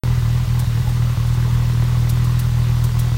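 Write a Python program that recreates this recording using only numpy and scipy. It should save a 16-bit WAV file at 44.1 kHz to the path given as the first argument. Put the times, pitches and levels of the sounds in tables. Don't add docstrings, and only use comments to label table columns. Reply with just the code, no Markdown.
import sys
import numpy as np
from scipy import signal
from scipy.fft import rfft, irfft, next_fast_len
from scipy.io import wavfile
from scipy.ndimage import uniform_filter1d

SR = 44100
rng = np.random.default_rng(int(sys.argv[2]) if len(sys.argv) > 2 else 0)


def decibels_to_gain(level_db):
    exponent = np.asarray(level_db, float) / 20
    return 10 ** exponent


def output_pcm(signal):
    pcm = np.clip(np.atleast_2d(signal).T, -1, 1) * 32767
    wavfile.write(sys.argv[1], SR, np.round(pcm).astype(np.int16))


N = 139797
T = np.arange(N) / SR


def unit(x):
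    return x / np.sqrt(np.mean(x ** 2) + 1e-20)


def filtered(x, response):
    m = next_fast_len(N + SR // 2)
    return irfft(rfft(x, m) * response(np.fft.rfftfreq(m, 1 / SR)), m)[:N]


def resonances(modes, f, sign=-1):
    total = 0
    for k, (centre, width, db) in enumerate(modes):
        damping = 1j * f * width
        total = total + sign ** k * decibels_to_gain(db) * damping / (centre * centre - f * f + damping)
    return total


def noise(colour, patchy_db):
    z = signal.stft(rng.standard_normal(N + 512), nperseg=512)[2]
    field = uniform_filter1d(rng.standard_normal(z.shape), size=5, axis=0)
    field = uniform_filter1d(field, size=8, axis=1)
    x = signal.istft(z * decibels_to_gain(patchy_db * unit(field)), nperseg=512)[1][:N]
    hz, db = np.transpose(colour)
    return unit(filtered(x, lambda f: decibels_to_gain(np.interp(np.log(f + 1), np.log(hz), db, -120, -120))))


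def train(times, sizes):
    at = np.round(times * SR).astype(int)
    keep = (at >= 0) & (at < N)
    return np.bincount(at[keep], sizes[keep], N)


def shaped(pulses, shape):
    return signal.fftconvolve(pulses, shape)[:N]


def garage(x):
    t60_s, level_db, first_echo_s = 0.5, -11, 0.006
    t = T[:SR // 2]
    tail = np.convolve(rng.standard_normal(len(t)), np.ones(3), "same")
    tail = tail * decibels_to_gain(-60 * t / t60_s) * (t > first_echo_s)
    return decibels_to_gain(level_db) * shaped(x, tail / np.linalg.norm(tail))


def engine_bay():
    # frequency in Hz, density in dB per Hz.
    bay_colour = [(900, -5), (1500, -5), (2400, -7.5), (3600, -4), (5200, -8.5), (7600, -12.5),
                  (12500, -16.5), (16300, -13.5)]
    # frequency in Hz, density in dB per Hz.
    rumble_colour = [(12, -12), (25, -5), (60, 3), (100, -19), (200, -1.5), (300, -21.5)]
    return decibels_to_gain(-39.5) * noise(bay_colour, patchy_db=1.0) + decibels_to_gain(-39) * noise(rumble_colour, patchy_db=2)


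def leak_spits():
    # time in seconds, peak level in dB.
    spit_events = [
        (0.5924, -25.5),
        (0.8884, -35),
        (1.2684, -37),
        (1.3384, -38),
        (2.093, -24),
        (2.2433, -31.5),
        (2.391, -24),
        (2.839, -26.5),
        (2.991, -24),
    ]
    # frequency in Hz, density in dB per Hz.
    hiss_colour = [(500, -19), (2500, -4), (5500, -2.5), (8000, -2.5), (10500, 1), (12500, -4.5),
                   (14300, 1.5), (16300, -7.5)]
    lead_s, rise_s, hold_s, t60_s, level_db = 0.0011, 0.002, 0.007, 0.06, -6.5
    s, db = np.transpose(spit_events)
    t = T[:SR // 8]
    decay = decibels_to_gain(-60 * np.maximum(t - rise_s - hold_s, 0) / t60_s)
    shape = np.clip(t / rise_s, 0, 1) * decay
    return shaped(train(s - lead_s, decibels_to_gain(db + level_db)), shape) * noise(hiss_colour, patchy_db=0)


def valve_gear():
    # time into the cycle in ms, cover ring in dB, rattle in dB.
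    contacts = [
        (3.78, -64, -40),
        (16.9, -52, -55),
        (41, -55, -38),
        (58.2, -64, -42),
        (71, -46, -53),
        (88.7, -62, -41.5),
        (105, -60, -69),
        (118, -54, -63),
        (140, -43.5, -51),
    ]
    pin_db = [-64, -55, -53, -64, -50, -54, -64, -54, -45]
    # frequency in Hz, width in Hz, level in dB.
    cover_modes = [(3460, 200, 3), (3860, 260, 3), (2680, 220, 4), (4430, 120, 7), (6400, 400, 8)]
    # frequency in Hz, density in dB per Hz.
    rattle_colour = [(1500, 1), (3000, -29), (4500, -1), (8000, -10), (12000, -4), (16300, -7)]
    cycle_s, scatter_s, scatter_db, rise_s = 0.14971, 0.00093, 1.5, 0.002
    cover_t60_s, rattle_t60_s, cover_level_db = 0.05, 0.041, 9.0
    pin_hz, pin_t60_s, pin_scatter_db = 5680, 0.05, 1.3

    ms, ring_db, rattle_db = np.transpose(contacts)
    cycles = np.arange(int(N / SR / cycle_s) + 1)
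    s = (cycles[:, None] * cycle_s + ms / 1000).ravel()
    chance = rng.standard_normal((len(s), 3))
    s = s + scatter_s * chance[:, 0]
    t = T[:SR // 8]
    rise = 1 - np.exp(-t / rise_s)

    def burst(db, t60_s):
        return shaped(train(s, decibels_to_gain(db)), decibels_to_gain(-60 * t / t60_s) * rise)

    scrape = burst(np.resize(ring_db, len(s)) + scatter_db * chance[:, 1], cover_t60_s)
    scrape = scrape * rng.standard_normal(N)
    cover = decibels_to_gain(cover_level_db) * filtered(scrape, lambda f: resonances(cover_modes, f))

    rattle = burst(np.resize(rattle_db, len(s)) + scatter_db * chance[:, 2], rattle_t60_s)
    rattle = rattle * noise(rattle_colour, patchy_db=1.5)

    pin_ring = decibels_to_gain(-60 * t / pin_t60_s) * rise * np.sin(2 * np.pi * pin_hz * t)
    pin_levels = np.resize(pin_db, len(s)) + pin_scatter_db * chance[:, 2]
    pin = shaped(train(s, decibels_to_gain(pin_levels)), pin_ring)
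    return pin + cover + rattle


def firings():
    # time in seconds, lateness of the firings in ms.
    lateness = [(.02, 0.8), (.2, -2), (.3, 1), (.45, -1), (.5, -0.2), (.67, -2.5), (.77, 0.5), (.85, -1),
                (.97, -1.4), (1.15, -1), (1.2, 1.5), (1.32, 1.5), (1.72, .5), (1.82, 1.4), (1.95, 0),
                (2.12, 1.2), (2.5, -2), (3.02, -0.43)]
    # time in seconds, level in dB against the usual firing.
    odd_firings = [(.024, -3.9), (.149, -2.2), (.198, -3.3), (.223, -1.6), (.398, -1.7), (.448, -11.6),
                   (.648, -11.2), (.697, -1.6), (.797, 2.1), (.822, -8.4), (.847, -2.1), (.897, -2.4),
                   (.997, 1.8), (1.022, 2.4), (1.047, -2.1), (1.147, -12.7), (1.346, -3.5), (1.371, 2.1),
                   (1.521, 2.2), (1.646, -2.9), (1.72, -1.9), (1.82, 1.8), (1.97, 1.9), (2.269, 2.5),
                   (2.394, -2.5), (2.494, -4), (2.718, 1.8), (2.893, -5.8), (3.093, -2.6), (3.143, -3.7)]
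    first_s, interval_s = 0.0238, 0.02495
    scatter_db, scatter_ms, weak_early_ms_per_db = 1.1, 0.093, 0.18
    even = first_s + interval_s * np.arange(-1, int(N / SR / interval_s) + 1)
    chance = rng.standard_normal((len(even), 3))
    db = scatter_db * chance[:, 0]
    for s, odd_db in odd_firings:
        db[np.argmin(abs(even - s))] = odd_db
    ms = np.interp(even, *np.transpose(lateness)) + scatter_ms * chance[:, 1]
    ms = ms + weak_early_ms_per_db * np.minimum(db, 0)
    return np.maximum(even + ms / 1000, 0), db, chance[:, 2]


def exhaust_thump(s, db, chance):
    # frequency in Hz, width in Hz, level in dB.
    silencer_modes = [(53.2, 32.9, 50.3), (38.2, 71.9, 44.6), (89.4, 26.3, 44.6), (123.2, 25.1, 51.1)]
    # frequency in Hz, width in Hz, level in dB.
    tip_modes = [(211.5, 17.7, 14.5), (334.4, 10, 6), (451, 13.3, 4), (778, 280, -3), (1170, 440, -5),
                 (1593, 177, -8)]
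    # frequency in Hz, width in Hz, level in dB.
    knock_modes = [(1030, 60, 3), (1970, 100, -4)]
    level_db, smooth_hz, open_end_hz = 0.13, 98.6, 73.4
    push_hz, push_follows, push_scatter_db = 84, 0.16, 2.5
    tip_delay_s, tip_scatter_db, knock_scatter_db = 0.001533, 3.5, 3.5

    def pipe(f):
        smoothing = 1 / (1 + 1j * f / smooth_hz) ** 2
        radiation = (1j * f / (open_end_hz + 1j * f)) ** 2
        return decibels_to_gain(level_db) * resonances(silencer_modes, f) * smoothing * radiation

    thump = filtered(train(s, decibels_to_gain(db)), pipe)
    push_db = push_follows * db + push_scatter_db * np.roll(chance, shift=7)
    correction = train(s, decibels_to_gain(push_db) - decibels_to_gain(db))
    push = filtered(correction, lambda f: pipe(f) / (1 + (f / push_hz) ** 4))
    cracks = train(s + tip_delay_s, decibels_to_gain(db + tip_scatter_db * chance[::-1]))
    crack = filtered(cracks, lambda f: resonances(tip_modes, f))
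    knocks = train(s + tip_delay_s, decibels_to_gain(knock_scatter_db * np.roll(chance, shift=13)))
    knock = filtered(knocks, lambda f: resonances(knock_modes, f))
    return thump + push + crack + knock


def exhaust_puff(s, db, chance):
    # frequency in Hz, density in dB per Hz.
    gas_colour = [(150, -23), (240, -14.5), (330, -2), (666, -8.5), (1040, -8.5), (1250, -9.5),
                  (3000, -16.5), (4200, -67)]
    # frequency in Hz, width in Hz, level in dB over the puff.
    shell_modes = [(867, 70, -3), (1089, 60, 1.5), (1156, 60, -3), (1977, 100, .3)]
    level_db, delay_s, rise_s, fall_s = -41.5, 0.00094, 0.001, 0.032
    steady_flow, follows, scatter_db = 0.51, 0.4, 2.5
    t = T[:SR // 10]
    blow = (1 - np.exp(-t / rise_s)) * np.exp(-t / fall_s)
    gate = unit(shaped(train(s + delay_s, decibels_to_gain(follows * db + scatter_db * chance)), blow))
    gas = noise(gas_colour, patchy_db=2.3) * unit(gate + steady_flow)
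    return decibels_to_gain(level_db) * filtered(gas, lambda f: 1 + resonances(shell_modes, f, sign=1))


def scene():
    far = engine_bay()
    s, db, chance = firings()
    near = leak_spits() + valve_gear() + exhaust_puff(s, db, chance)
    return (exhaust_thump(s, db, chance) + near + garage(near) + far)[None]


def low_pass(x):
    return signal.sosfilt(signal.butter(12, 16340, fs=SR, output="sos"), x)


def record(dry):
    # centre in Hz, width in Hz, share lost.
    mic_dip = (10500, 510, 0.35)
    soft_top, soft_knee, start_s, top_hz = 0.75, 4, 0.03625, 15860
    hz, width, lost = mic_dip
    soft = dry[0] / (1 + abs(dry[0] / soft_top) ** soft_knee) ** (1 / soft_knee)

    def microphone(f):
        return (1 - lost * np.exp(-((f - hz) / width) ** 2)) * (f < top_hz)

    return low_pass(filtered(soft * (T > start_s), microphone)[None])


dry = scene()
out = record(dry)
output_pcm(out)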